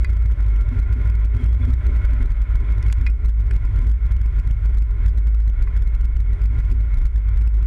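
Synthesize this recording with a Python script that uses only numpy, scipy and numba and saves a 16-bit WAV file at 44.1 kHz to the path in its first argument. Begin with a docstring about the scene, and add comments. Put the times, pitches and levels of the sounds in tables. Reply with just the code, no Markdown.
"""A deep wavering boom and shudder come first, over tyre rumble, panel buzz, faint gear whine, hum and hiss.
A camera is bolted to an off-road vehicle rolling over a dirt track: the chassis boom is one unsteady tone,
its shudder and sway are noise in narrow resonances, and engine clatter rings the panels. Stones tick as damped
plate modes, bumps thud as body modes and a joint squeaks briefly. The camera's gain control steps down
on tall boom crests, which crackles."""
import sys
import numpy as np
from scipy import signal
from scipy.fft import rfft, irfft, next_fast_len
from scipy.io import wavfile
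from scipy.ndimage import uniform_filter1d, map_coordinates
from numba import njit

SR = 44100
rng = np.random.default_rng(int(sys.argv[2]) if len(sys.argv) > 2 else 0)


def int16_out(signal):
    """Quantize to a 16-bit WAV file."""
    q = np.round(np.clip(np.atleast_2d(signal).T, -1, 1) * 32767)
    wavfile.write(sys.argv[1], SR, q.astype(np.int16))


def makeup_ratio(level_db):
    """Linear amplitude ratio for a level in decibels (20 dB per factor of ten)."""
    decades = np.asarray(level_db, float) / 20
    return 10 ** decades


N = 337806  # samples

# Chassis boom pitch before its random waver: (time [s], frequency [Hz])
BOOM_PITCH = [(0.0, 55.8), (0.79, 50.9), (1.02, 58.1), (1.23, 53.7), (1.73, 58.5), (2.28, 49.8),
              (3.18, 55.5), (3.52, 50.4), (4.29, 54.2), (5.74, 50.8), (6.04, 56.2), (6.19, 49.8),
              (6.63, 53.4), (7.66, 52.5)]
# Ground jolts that knock the boom out of step: (time [s], level aimed at [dB], sag [dB/s])
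BOOM_JOLTS = [(.049, -15.5, 0), (.35, -16, 0), (.638, -15, 50), (.754, -14, 50), (.892, -13.5, 50),
              (1.044, -12, 25), (1.423, -11, 35), (1.596, -17, 20), (1.688, -11.5, 60), (1.822, -14.5, 30),
              (1.913, -11, 50), (2.026, -11, 50), (2.247, -11, 35), (2.486, -10.5, 45), (2.623, -14, 35),
              (2.83, -14.5, 5), (2.995, -11, 15), (3.16, -24, 20), (3.235, -12.5, 20), (3.495, -13.5, 50),
              (3.624, -16.5, 30), (3.716, -15, 30), (3.809, -15, 0), (3.985, -13.5, 30), (4.086, -14, 30),
              (4.184, -11.5, 55), (4.313, -17.5, 0), (4.431, -11.5, 40), (4.606, -10.5, 55),
              (4.721, -10, 40), (5.027, -12, 50), (5.148, -10.5, 20), (5.587, -15, 45), (5.731, -11.5, 60),
              (5.85, -11.5, 45), (5.976, -12, 35), (6.157, -9.5, 55), (6.4, -10.5, 55), (6.543, -15, 25),
              (6.688, -11, 55), (7.029, -13, 35), (7.122, -10.5, 50), (7.364, -13.5, 5)]
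# Weaker modes beside the boom, each before squaring: (frequency [Hz], width [Hz], level [dB])
FLANK_MODES = [(42.37, 8, -2), (62.65, 7.2, 1)]
# Axle sway resonance, before squaring: (frequency [Hz], width [Hz], level [dB])
SWAY_MODES = [(32.94, 11, 0)]
# Axle sway strength: (time [s], level [dB])
SWAY_LEVEL = [(0, -24), (.5, -28), (1.2, -32), (1.75, -29), (2.2, -21), (2.7, -22), (3.0, -28), (3.7, -23),
              (3.9, -33), (4.5, -27), (5.06, -26), (5.27, -38), (5.45, -23), (6.1, -20), (6.3, -27),
              (6.7, -21), (7.66, -28)]
# Frame modes, relative levels: (frequency [Hz], width [Hz], level [dB])
SHUDDER_MODES = [(86.4, 7.52, 2.5), (102.1, 17, -3.5), (118.3, 10.65, -11), (139.9, 10, -18.5),
                 (148.8, 20, -24.5)]
# Track roughness and engine effort, before bumps add to the first two levels:
# (time [s], frame shudder level [dB], tyre rumble level [dB], panel buzz level [dB])
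RUNNING_LEVELS = [(0, -28.5, -46, -51), (.17, -30, -51, -53), (.5, -29, -46.5, -51.5),
                  (1.1, -29, -47.5, -49), (1.27, -36, -48, -52), (1.42, -26, -44, -49),
                  (1.56, -28, -48, -52), (2.05, -26, -42.5, -46), (2.5, -31, -47, -48),
                  (2.8, -26.5, -46, -48.5), (3.05, -27, -44, -50), (3.15, -35, -47, -56),
                  (3.8, -28, -47, -52), (4.0, -35, -51, -54), (4.45, -29, -52, -52), (5.2, -33, -47, -54),
                  (5.45, -38, -53, -57), (5.75, -31, -49, -53), (6.3, -32, -46, -52.5),
                  (6.6, -27, -48, -52), (7.0, -34, -52, -54), (7.66, -32, -48, -52)]
# Tyre rumble spectrum, relative: (frequency [Hz], level [dB per Hz])
TYRE_SPECTRUM = [(130, -0.5), (175, -9), (330, -12.5), (360, -12), (422, -11), (442, -24.5), (800, -31.5),
                 (1500, -46)]
# Panel resonances, before the 3/2 power that sharpens them: (frequency [Hz], width [Hz], level [dB])
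PANEL_MODES = [(405.4, 18, 3.5), (596.4, 47, -1.5), (1022.6, 49, 1), (1376, 37, -9), (1400, 98, 1.5),
               (1474, 100, -2), (1978, 66, -1), (2170, 41, 4), (2390, 300, -10.5), (3300, 300, -24.5),
               (4750, 50, -24)]
# Direct engine clatter spectrum, relative: (frequency [Hz], level [dB per Hz])
CLATTER_SPECTRUM = [(400, -16), (800, -10.5), (1700, -7.5), (2300, -8), (2750, -20.5), (3400, -18),
                    (4500, -37), (7000, -50.5), (10000, -62)]
# Gear whine before its flutter: (time [s], frequency [Hz], level [dB])
GEAR_TRACK = [(0, 1355, -58), (.4, 1327, -59), (.7, 1395, -52), (1.1, 1430, -53.5), (1.25, 1440, -86),
              (1.5, 1265, -72.5), (1.65, 1300, -59.5), (1.9, 1333, -55), (2.25, 1297, -56.5),
              (2.5, 1275, -50.5), (2.65, 1304, -79.5), (7.66, 1236, -78.5)]
# Panel hum before its flutter: (time [s], frequency [Hz], level [dB])
HUM_TRACK = [(0, 600.5, -57), (1.2, 598.3, -63.5), (2, 594, -55), (2.8, 598.6, -61), (3.3, 598, -75.5),
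             (7.66, 603, -75.5)]
# Thin tones of the camera electronics, ahead of the microphone response: (frequency [Hz], level [dB])
WHINE_LINES = [(9111, -88), (9135, -87)]
# Hiss spectrum, relative: (frequency [Hz], level [dB per Hz])
HISS_SPECTRUM = [(2000, 0), (6000, -6), (10000, -8.5), (15500, -24.5)]
# Stone strikes: (time [s], level [dB], crack relative level [dB], strongest ring [Hz], damping factor [x])
STONE_STRIKES = [(.0458, -20.5, -17.5, 1970, 1.2), (2.827, -35.5, -4.5, 2180, 1.4),
                 (2.8993, -25.5, -29, 1983, 2.05), (2.9263, -22.5, -1.5, 1460, 1.9),
                 (2.9655, -45, -15.5, 1500, 1.8), (3.0645, -19, -24.5, 2440, 1.2),
                 (3.0695, -24, -22, 2303, 1.124), (3.5105, -27.5, -16, 1770, 2.17),
                 (5.094, -44.5, -9, 4643, 1.6), (5.421, -52, -9, 4800, 1.3), (5.672, -29, -27, 1100, 1.22),
                 (5.676, -39, -35, 1997, 1.49), (6.6049, -32.5, -20.5, 1400, 1.656)]
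# Modes of the struck plate at damping factor 1: (frequency [Hz], relative level [dB], 60 dB decay time [s])
PLATE_MODES = [(1100, -1.5, 0.04), (1524, 4.5, 0.022), (1680, -0.5, 0.033), (1670, -3, 0.023),
               (2030, 4, .04), (2150, -1.5, 0.053), (2455, -3.5, 0.094), (3340, -12, 0.044),
               (3920, -9, 0.058), (4460, -6, 0.034), (4680, -1, 0.05), (5330, 0.5, 0.033), (7300, -3, .02)]
# Bumps: (time [s], level [dB], upper modes' relative level [dB])
BUMP_BLOWS = [(0.712, -23.5, -15), (0.955, -26, -6), (1.342, -27.5, -15), (1.392, -26, -20),
              (1.593, -26, -10.5), (1.671, -23, -9.5), (1.877, -29.5, 5.5), (2.115, -29, -26),
              (2.196, -26.5, -10), (2.605, -32.5, 4), (3.015, -30, -7), (3.815, -30, -21),
              (4.479, -39, -19), (6.502, -32.5, -19.5), (6.716, -24, -4)]
# Body modes, two low then two upper: (frequency [Hz], 60 dB decay time [s])
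BODY_MODES = [(246, 0.19), (268, 0.09), (358, 0.1), (415, 0.11)]
# Squeaking joint before its flutter: (time [s], frequency [Hz], level [dB])
SQUEAK_TRACK = [(1.32, 3060, -85), (1.36, 3110, -62), (1.39, 3310, -55), (1.42, 3170, -61),
                (1.54, 3320, -60), (1.58, 3380, -72), (1.63, 3430, -57), (1.66, 3270, -62),
                (1.7, 3370, -63), (1.74, 3400, -85)]
# Microphone frequency response: (frequency [Hz], level [dB])
MICROPHONE_RESPONSE = [(5, 1), (7000, -1), (11000, -2.5), (15000, -5.5), (16500, -32.5)]


def unit(x):
    """Normalisation: scales a signal to rms 1."""
    return x / np.sqrt(np.mean(x ** 2) + 1e-20)


def curves(rows):
    """Linear interpolation: one value per sample for each column after the time."""
    s, *columns = np.transpose(rows)
    return [np.interp(np.arange(N) / SR, s, column) for column in columns]


def wobble(rate):
    """Band-limited fluctuation: a smooth random curve with rate knots a second."""
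    knots = rng.standard_normal(int(N * rate / SR) + 4)
    return map_coordinates(knots, [np.arange(N) * rate / SR])


def filtered(x, response):
    """Linear filtering: the spectrum is multiplied by a complex response of frequency."""
    m = next_fast_len(N + SR // 2)
    hz = np.fft.rfftfreq(m, 1 / SR)
    return irfft(rfft(x, m) * response(hz), m)[:N]


def colour(points):
    """Spectral shaping: gain interpolated on a log frequency axis, shut outside the points."""
    f, db = np.transpose(points)
    return lambda hz: makeup_ratio(np.interp(np.log(hz + 1), np.log(f), db, left=-120, right=-120))


def resonance(hz, centre, width, db):
    """Damped oscillator: the causal response of one mode."""
    return makeup_ratio(db) * 1j * hz * width / (centre * centre - hz * hz + 1j * hz * width)


def modes(rows):
    """Modal superposition: resonances summed with alternating sign."""
    return lambda hz: sum((-1) ** k * resonance(hz, *row) for k, row in enumerate(rows))


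def steep(rows):
    """Cascaded resonance: the modal response applied twice, for dark skirts."""
    return lambda hz: modes(rows)(hz) ** 2


def peaks(rows):
    """Uncoupled resonators: separate parts add without cancelling, with dark valleys between them."""
    return lambda hz: np.sqrt(sum(np.abs(resonance(hz, *row)) ** 3 for row in rows))


def swells():
    """Phase interference: each jolt resets the boom about half a turn out of step, so it dips, swells and sags."""
    start_db, lead_s, settle_s = -15, .016, .028
    scatter_rad = .45  # about the half turn
    t = np.arange(N) / SR
    jolts = [(0, start_db, 0)] + [(s - lead_s, db, sag) for s, db, sag in BOOM_JOLTS]
    s, db, sag = np.transpose(jolts)
    turn = np.cumsum(np.pi + scatter_rad * rng.standard_normal(len(s)))
    latest = np.searchsorted(s, t, side="right") - 1
    aim_db = db[latest] - np.abs(sag[latest]) * (t - s[latest])
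    aim = makeup_ratio(aim_db) * np.exp(1j * turn[latest])
    keep = np.exp(-1 / (settle_s * SR))
    return signal.lfilter([1 - keep], [1, -keep], aim, zi=[keep * aim[0]])[0]


def kicks():
    """Transient excitation: extra gain on the road noise while a bump dies away."""
    kick_db, rise_s, fall_s = 27, .012, .04
    t = np.arange(N) / SR
    gain = np.ones(N)
    for s, db, _ in BUMP_BLOWS:
        since = np.maximum(t - s, 0)
        gain += makeup_ratio(db + kick_db) * (1 - np.exp(-since / rise_s)) * np.exp(-since / fall_s)
    return gain


def chassis():
    """Structural resonance: one wavering boom tone, with flanks, sway and shudder as noise in narrow modes."""
    (boom_hz,), (sway_db,) = curves(BOOM_PITCH), curves(SWAY_LEVEL)
    shudder_db, _, _ = curves(RUNNING_LEVELS)
    spin = np.exp(2j * np.pi * np.cumsum(boom_hz + 1.5 * wobble(22)) / SR)
    boom = np.sqrt(2) * makeup_ratio(1.3 * wobble(25)) * np.imag(swells() * spin)
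    flanks = unit(filtered(rng.standard_normal(N), steep(FLANK_MODES)))
    sway = unit(filtered(rng.standard_normal(N), steep(SWAY_MODES)))

    def frame(hz):
        """High-pass weighting: the frame modes lose their skirts below about 70 Hz."""
        cube = (hz / 70) ** 3
        return modes(SHUDDER_MODES)(hz) * cube / (1 + cube)

    shudder = unit(filtered(rng.standard_normal(N), frame))
    return boom + makeup_ratio(-31.5) * flanks + makeup_ratio(sway_db) * sway + makeup_ratio(shudder_db) * kicks() * shudder


def running():
    """Forced vibration: tyres rumble in lumps; clatter in quick uneven bursts rings the panels."""
    _, tyre_db, buzz_db = curves(RUNNING_LEVELS)
    lumps = makeup_ratio(2.2 * wobble(30)) * rng.standard_normal(N)
    tyres = unit(filtered(lumps, colour(TYRE_SPECTRUM)))
    bursts = makeup_ratio(1.1 * wobble(120) + 0.63 * wobble(19))
    knocks = bursts * rng.standard_normal((2, N))
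    ringing = unit(filtered(knocks[0], peaks(PANEL_MODES)))
    direct = unit(filtered(knocks[1], colour(CLATTER_SPECTRUM)))
    buzz = makeup_ratio(0.5) * ringing + makeup_ratio(-2) * direct
    return makeup_ratio(tyre_db) * kicks() * tyres + makeup_ratio(buzz_db) * buzz


def tone(rows, blur_hz, flutter_db, rate):
    """Frequency and amplitude modulation: an unsteady sine along (time [s], frequency [Hz], level [dB]) rows."""
    hz, db = curves(rows)
    level = makeup_ratio(db + flutter_db * wobble(rate))
    return level * np.sin(2 * np.pi * np.cumsum(hz + blur_hz * wobble(rate)) / SR)


def gears():
    """Tonal excitation: the gears sing as one unsteady sine."""
    return tone(GEAR_TRACK, blur_hz=8, flutter_db=2.0, rate=50)


def hum():
    """Tonal panel vibration: a panel hums as one blurred sine."""
    return tone(HUM_TRACK, blur_hz=16, flutter_db=3.5, rate=60)


def whine():
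    """Self-noise: the camera electronics hiss evenly under faint thin tones."""
    t = np.arange(N) / SR
    lines = sum(np.sqrt(2) * makeup_ratio(db + 1.5 * wobble(6)) * np.sin(2 * np.pi * hz * t) for hz, db in WHINE_LINES)
    hiss = unit(filtered(rng.standard_normal(N), colour(HISS_SPECTRUM)))
    return lines + makeup_ratio(-77) * hiss


def stones():
    """Impact excitation: each stone favours plate modes near its own contact pitch and cracks briefly."""
    out, t = np.zeros(N + SR), np.arange(SR // 5) / SR
    scatter_db = rng.normal(0, 2.2, (len(STONE_STRIKES), len(PLATE_MODES)))
    for (s, db, crack_db, near_hz, damping), mode_db in zip(STONE_STRIKES, scatter_db):
        ring = np.zeros(len(t))
        for (hz, level, t60), extra_db in zip(PLATE_MODES, mode_db):
            start_db = level + extra_db - 13 * abs(np.log2(hz / near_hz))  # 13 dB down per octave away
            ring += makeup_ratio(start_db - 60 * t * damping / t60) * np.sin(2 * np.pi * hz * t)
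        dulled = uniform_filter1d(rng.standard_normal(len(t)), size=3) * 2
        crack = makeup_ratio(crack_db - 60 * t / 0.013) * dulled
        onset = 1 - np.exp(-t / 0.00081)
        out[round(s * SR):][:len(t)] += makeup_ratio(db) * (makeup_ratio(-5.5) * ring * onset + crack)
    return out[:N]


def bumps():
    """Soft impact: the body modes swell over some milliseconds and decay exponentially."""
    out, t = np.zeros(N + SR), np.arange(SR // 2) / SR
    phases = rng.uniform(0, 2 * np.pi, (len(BUMP_BLOWS), len(BODY_MODES)))
    onset = 1 - np.exp(-t / 0.0078)
    for (s, db, upper_db), phase in zip(BUMP_BLOWS, phases):
        levels = [db - 0.5, db - 9.5, db + upper_db - 2.5, db + upper_db - 6.5]
        ring = np.zeros(len(t))
        for (hz, t60), level, p in zip(BODY_MODES, levels, phase):
            ring += makeup_ratio(level - 60 * t / t60) * np.sin(2 * np.pi * hz * t + p)
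        out[round(s * SR):][:len(t)] += ring * onset
    return out[:N]


def squeak():
    """Tonal joint vibration: a slightly rough creak from a rapidly wavering sine."""
    return tone(SQUEAK_TRACK, blur_hz=35, flutter_db=3, rate=120)


def scene():
    """Superposition: everything reaches the one microphone through the mount."""
    return (chassis() + running() + gears() + hum() + stones() + bumps() + squeak())[None]


@njit
def stepped_gain(x, gain, ceiling, lag, step, wait, hold, patience):
    """Feedback gain control: gain drops a step at a time while the lagging output level is over the ceiling;
    after a hold it climbs a step at the next zero crossing, silently, or with a tick when none comes in time."""
    out, level, since, calm = np.zeros(len(x)), 0.0, 0.0, 0
    for i in range(1, len(x)):
        level += (abs(gain * x[i]) - level) * lag
        since += wait[i]  # fraction of a clock step
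        calm += 1  # samples since the last step
        if level > ceiling and since >= 1:
            gain, since, calm = gain * step, 0.0, 0
        elif level <= ceiling and (calm > patience or (calm > hold and x[i] * x[i - 1] <= 0)):
            gain, calm = min(1.0, gain / step), 0
        out[i] = gain * x[i]
    return out


def band_limit(x):
    """A steep low-pass at the top of the band."""
    return signal.sosfilt(signal.butter(12, 15827, fs=SR, output="sos"), x)


def record(dry):
    """Transduction: stepped gain control, the electronics' own noise, then the microphone response."""
    steps_per_s = 1800 * makeup_ratio(2.5 * wobble(300))  # the step clock is uneven
    held = stepped_gain(makeup_ratio(7) * dry[0], gain=makeup_ratio(-6), ceiling=makeup_ratio(-11.8), lag=1 / (.0016 * SR),
                        step=makeup_ratio(-.55), wait=steps_per_s / SR, hold=.005 * SR, patience=.0115 * SR)
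    heard = filtered(held + whine(), colour(MICROPHONE_RESPONSE))
    return band_limit(heard[None])


dry = scene()
out = record(dry)
int16_out(out)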